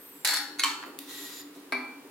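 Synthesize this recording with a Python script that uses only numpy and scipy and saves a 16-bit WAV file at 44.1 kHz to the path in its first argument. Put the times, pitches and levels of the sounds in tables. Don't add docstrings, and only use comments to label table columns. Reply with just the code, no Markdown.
import sys
import numpy as np
from scipy import signal
from scipy.fft import rfft, irfft
from scipy.io import wavfile
from scipy.ndimage import uniform_filter1d

SR = 44100
rng = np.random.default_rng(int(sys.argv[2]) if len(sys.argv) > 2 else 0)


def dump(signal):
    limited = np.clip(np.atleast_2d(signal).T, -1, 1)
    pcm = np.round(limited * 32767).astype(np.int16)
    wavfile.write(sys.argv[1], SR, pcm)


N = 92610
T, HZ = np.arange(N) / SR, np.maximum(np.fft.rfftfreq(N, 1 / SR), 1)

# (frequency [Hz], relative level [dB])
AIR_SPECTRUM = [(25, -54), (55, -24.5), (100, -25.5), (145, -10), (200, -8.5), (290, -7.5), (450, -2.5),
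                (630, -13.5), (950, -9), (2500, -16.5), (6000, -25), (9700, -22), (16000, -23.5)]
ROOM_SPECTRUM = [(200, 0), (1000, 0.5), (4500, -2), (9000, -4), (16000, -1.5)]
SIDE_SPECTRUM = [(60, -5.5), (250, -22), (700, -7), (1500, -7.5), (4500, -1), (9000, -4.5), (14000, -27)]
# (frequency [Hz], T60 [s])
REVERB_TIMES = [(250, 0.64), (1000, 0.61), (4000, 0.51), (8000, 0.37), (14000, 0.46)]
# (frequency [Hz], width [Hz], relative level [dB])
HUM_RESONANCES = [(289, 18.4, -51), (383.6, 37, -58.5)]
GASKET_RESONANCES = [(1924, 93, -11), (3800, 760, -5)]
# (time [s], relative level [dB])
HUM_ENVELOPE = [(0, -4), (.25, -7), (.55, 1), (2.2, -1)]
SLIDE_HISS_ENVELOPE = [(0, -56), (.09, -51), (.13, -56), (.17, -66), (.24, -74)]
RIM_SCRAPE_ENVELOPE = [(.25, -37), (.3, -30), (.36, -25.5), (.41, -71)]
LUG_SCRAPE_ENVELOPE = [(.586, -30), (.61, -39), (.636, -54)]
TWIST_ENVELOPE = [(.99, -56), (1.06, -55.5), (1.1, -42.5), (1.25, -44), (1.41, -46.5), (1.435, -66),
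                  (1.52, -89), (1.55, -57), (1.68, -69)]
# (time [s], frequency [Hz], level [dB])
ENTRY_WHISTLE = [(0, 13050, -55), (.06, 13350, -53), (.115, 13100, -53), (.16, 12330, -52),
                 (.25, 12000, -54)]
LEAVING_WHISTLE = [(.38, 14600, -58), (.425, 13500, -55), (.46, 12200, -64)]
LOW_SQUEAL = [(1.24, 4900, -64), (1.41, 4960, -52.5), (1.47, 4960, -73)]
MID_SQUEAL = [(1.09, 6950, -56), (1.19, 7200, -53), (1.24, 7180, -45), (1.305, 7090, -57), (1.4, 7020, -47),
              (1.44, 7020, -66)]
HIGH_SQUEAL = [(1.09, 11700, -58), (1.22, 11400, -50), (1.32, 11850, -54), (1.42, 11850, -52)]
# (frequency ratio [1], relative level [dB])
WHISTLE_PARTIALS = [(.627, -7), (.715, -11), (.872, -10), (1, -2), (1.122, -10)]
# (frequency [Hz], relative density [dB])
GASKET_SPECTRUM = [(400, -7.5), (1000, 6), (2500, 4), (4600, 4), (6000, 7.5), (8000, 3.5), (9600, 5),
                   (13000, 3), (16000, 2)]
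GRIP_SPECTRUM = [(120, -16), (280, 10.5), (450, -1), (1000, -10), (4000, -35), (16000, -24)]
BUMP_SPECTRUM = [(400, -22), (950, 3), (1900, -1), (3000, -16), (12000, -42)]
TICK_SPECTRUM = [(300, -35), (1000, -14), (2000, -2), (8000, -2.5), (10500, 4), (16000, -5)]
LUG_SPECTRUM = [(200, -46), (900, -7), (1500, 12), (3000, 3.5), (4400, 11.5), (5500, -5), (10000, 6),
                (16000, -21)]
RIM_SPECTRUM = [(200, -65), (600, -50), (800, 2), (1100, -9.5), (1700, 3), (3000, -8), (4300, 0.5),
                (6000, -5.5), (10000, -6), (16000, -20.5)]
SEAT_SPECTRUM = [(200, -37), (650, -17), (950, 6), (1500, 2), (3100, 1), (3700, -4), (4500, 0),
                 (5400, -7.5), (7500, 0.5), (11000, -12), (16000, -19)]
STOP_SPECTRUM = [(150, -17), (280, 0.5), (560, -12.5), (800, 2), (1600, -5.5), (2300, 0.5), (3000, -20),
                 (4400, -13), (7500, -36), (9800, -20.5), (16000, -48)]
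# (time [s], relative level [dB])
GRIP_IMPACTS = [(.86, -10.5), (.943, -21.5), (1.56, -21), (2.05, -22)]
BUMP_IMPACTS = [(.2935, -12.5), (.3315, -9), (.828, -16.5), (.837, -13), (.849, -21)]
TICK_IMPACTS = [(.2478, -2), (.2738, -5), (.349, -19), (.989, -10.5)]
LUG_IMPACTS = [(.5865, -21), (.595, -2.5)]
RIM_IMPACTS = [(.2475, 0), (.2515, 1.5), (.2555, -5), (.2735, -1), (.281, -25), (.341, -19)]
SEAT_IMPACTS = [(.6362, 3), (.6445, -4.5)]
STOP_IMPACTS = [(1.723, 0.37)]
# (frequency [Hz], relative level [dB], T60 [s])
LUG_RING = [(2162, -11, 0.08), (4220, -11.5, 0.039), (4470, -10, 0.063), (6450, -9, 0.022)]
RIM_RING = [(824, -15, .4), (1701, -12, .2), (2089, -14, .3), (2602, -11, .1), (3984, -9, .26),
            (4385, 0, .52), (4425, 3, .07), (7413, -5, .3), (12738, -8, .3)]
SEAT_RING = [(282, -20, 0.29), (915.5, 3.5, 0.27), (1090, 8, 0.11), (1212, -3.5, 0.23), (2312, 4.5, 0.27),
             (3095, 19.5, 0.027), (3120, -7, 0.19), (4330, 17, 0.035), (4380, 0.5, 0.49), (4530, -1, .06),
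             (6250, 0, .04), (7117, -19, 0.69)]
STOP_RING = [(254.6, -7.5, 0.64), (391.2, -15.5, 0.51), (792, -19.5, 0.91), (1014, -19.5, 0.72),
             (1592, 2, 0.054), (1701, -21, 0.3), (1964, -11.5, 0.42), (2323, 3, 0.18), (2342, -2.5, 0.5),
             (4340, -18, 0.34)]


def amp(db):
    return 10 ** (np.asarray(db) / 20)


def unit(x):
    return x / np.sqrt(np.mean(x ** 2))


def over_hz(points, hz=HZ):
    frequencies, values = np.array(points).T
    return np.interp(np.log(hz), np.log(frequencies), values)


def envelope(points):
    times, db = np.array(points).T
    return amp(np.interp(T, times, db)) * (T >= times[0]) * (T <= times[-1])


def convolve(sound, response):
    return signal.fftconvolve(np.atleast_2d(sound), np.atleast_2d(response), axes=1)[:, :N]


def noise(gain, side_db=0):
    mid, side = rfft(rng.standard_normal((2, N))) * gain
    side = side * amp(over_hz(SIDE_SPECTRUM) + side_db)
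    return unit(irfft(np.array([mid + side, mid - side]), N))


def resonance(hz, width_hz):
    return 1 / (1 + ((HZ - hz) / (.7 * width_hz)) ** 2)


def resonant_noise(resonances):
    return sum(amp(db) * noise(resonance(hz, width)) for hz, width, db in resonances)


def background(air_db=-53.5):
    air = amp(air_db) * noise(amp(over_hz(AIR_SPECTRUM)), side_db=4)
    return air + resonant_noise(HUM_RESONANCES) * envelope(HUM_ENVELOPE)


def diffuse_field(decay, passes=3):
    echoes = rng.standard_normal((2, N))
    for _ in range(passes):
        phase = np.angle(rfft(echoes * decay))
        echoes = irfft(np.exp(1j * phase), N)
        power = np.abs(uniform_filter1d(echoes ** 2, size=512))
        echoes = echoes / np.sqrt(power + 1e-18)
    return echoes


def room_response(build_s=.00835):
    build = 1 - np.exp(-T / build_s)
    typical_t60 = REVERB_TIMES[2][1]
    echoes = diffuse_field(build * amp(-60 * T / typical_t60))
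    mid, side = rfft(echoes) * amp(over_hz(ROOM_SPECTRUM))
    side = side * amp(over_hz(SIDE_SPECTRUM))
    octaves, tail = np.geomspace(125, 16000, 8), 0
    for hz, share in zip(octaves, np.eye(len(octaves))):
        band = np.array([mid + side, mid - side]) * np.interp(np.log(HZ), np.log(octaves), share)
        tail = tail + irfft(band, N) * amp(-60 * T / over_hz(REVERB_TIMES, hz))
    return unit(tail * build) / np.sqrt(N)


def in_room(direct, room, reverb_db):
    return direct + amp(reverb_db) * convolve(direct, room)


def sweep(track):
    times, hz, db = np.array(track).T
    phase = 2 * np.pi * np.cumsum(np.interp(T, times, hz)) / SR
    return phase, envelope(np.c_[times, db])


def squeal(track, width_hz):
    phase, gain = sweep(track)
    band = resonance(0, width_hz)
    return (noise(band) * np.cos(phase) + noise(band) * np.sin(phase)) * gain


def slide(roughness=.5):
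    phase, gain = sweep(ENTRY_WHISTLE)
    whistle = 0
    for ratio, db in WHISTLE_PARTIALS:
        flutter = 1 + roughness * noise(resonance(0, width_hz=220))
        whistle = whistle + amp(db) * flutter * np.sin(ratio * phase)
    hiss = noise(resonance(hz=13100, width_hz=1400)) * envelope(SLIDE_HISS_ENVELOPE)
    return whistle * gain + hiss + squeal(LEAVING_WHISTLE, width_hz=330)


def gasket(room, hiss_db=-2):
    rub = amp(hiss_db) * noise(amp(over_hz(GASKET_SPECTRUM))) + resonant_noise(GASKET_RESONANCES)
    squeals = squeal(LOW_SQUEAL, width_hz=260) + squeal(MID_SQUEAL, width_hz=85)
    squeals += squeal(HIGH_SQUEAL, width_hz=450)
    return in_room(rub * envelope(TWIST_ENVELOPE) + squeals, room, reverb_db=-8.5)


def radiate(vibration, cutoff_hz=283):
    return signal.sosfilt(signal.butter(3, cutoff_hz, "high", fs=SR, output="sos"), vibration)


def clatter(spectrum, t60):
    burst = noise(amp(over_hz(spectrum)), side_db=-1) * amp(-60 * T / t60)
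    return radiate(unit(burst)) / np.sqrt(N)


def strike(impacts, spectrum, t60):
    out = np.zeros((2, N))
    for time, db in impacts:
        start = int(time * SR)
        out[:, start:] += amp(db) * clatter(spectrum, t60)[:, :N - start]
    return out


def scrape(levels, spectrum, t60, slips_per_s=290, spread_db=7):
    slips = rng.random(N) < slips_per_s / SR
    strengths = amp(spread_db * np.clip(rng.standard_normal(N), -2, 2))
    force = unit(slips * strengths * rng.choice([-1, 1], N)) * envelope(levels)
    return convolve(force, clatter(spectrum, t60))


def ring(impacts, modes, gain_db, left_lead_s=.00002):
    force = np.zeros(N)
    for time, db in impacts:
        force[int(time * SR)] += amp(db)
    stereo_time = T + np.array([[left_lead_s], [0]])
    tones = sum((-1) ** k * amp(db - 60 * T / t60) * np.sin(2 * np.pi * hz * stereo_time)
                for k, (hz, db, t60) in enumerate(modes))
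    return amp(gain_db) * convolve(force, radiate(unit(tones)) / np.sqrt(N))


def grip(room):
    return in_room(strike(GRIP_IMPACTS, GRIP_SPECTRUM, t60=.18), room, reverb_db=-6)


def bumps(room):
    return in_room(strike(BUMP_IMPACTS, BUMP_SPECTRUM, t60=.029), room, reverb_db=-7)


def ticks(room):
    return in_room(strike(TICK_IMPACTS, TICK_SPECTRUM, t60=.014), room, reverb_db=-3.5)


def lugs(room, t60=.023):
    contact = strike(LUG_IMPACTS, LUG_SPECTRUM, t60) + scrape(LUG_SCRAPE_ENVELOPE, LUG_SPECTRUM, t60)
    ringing = ring(LUG_IMPACTS, LUG_RING, gain_db=2.5)
    return in_room(contact + ringing, room, reverb_db=-3)


def rim(room, t60=.058):
    contact = strike(RIM_IMPACTS, RIM_SPECTRUM, t60) + scrape(RIM_SCRAPE_ENVELOPE, RIM_SPECTRUM, t60)
    ringing = ring(RIM_IMPACTS, RIM_RING, gain_db=.5)
    return in_room(contact, room, reverb_db=-3) + in_room(ringing, room, reverb_db=-.5)


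def seat(room):
    contact = strike(SEAT_IMPACTS, SEAT_SPECTRUM, t60=.029)
    ringing = ring(SEAT_IMPACTS, SEAT_RING, gain_db=3.5)
    return in_room(contact, room, reverb_db=0) + in_room(ringing, room, reverb_db=-10)


def stop(room):
    contact = strike(STOP_IMPACTS, STOP_SPECTRUM, t60=.067)
    ringing = ring(STOP_IMPACTS, STOP_RING, gain_db=3.5)
    return in_room(contact, room, reverb_db=-3.5) + in_room(ringing, room, reverb_db=-6.5)


def scene():
    room = room_response()
    contacts = rim(room) + lugs(room) + seat(room) + ticks(room) + bumps(room) + grip(room) + stop(room)
    return contacts + gasket(room) + slide() + background()


def record(dry, cutoff_hz=15900):
    return signal.sosfilt(signal.ellip(10, .2, 70, cutoff_hz, fs=SR, output="sos"), dry)


dry = scene()
out = record(dry)
dump(out)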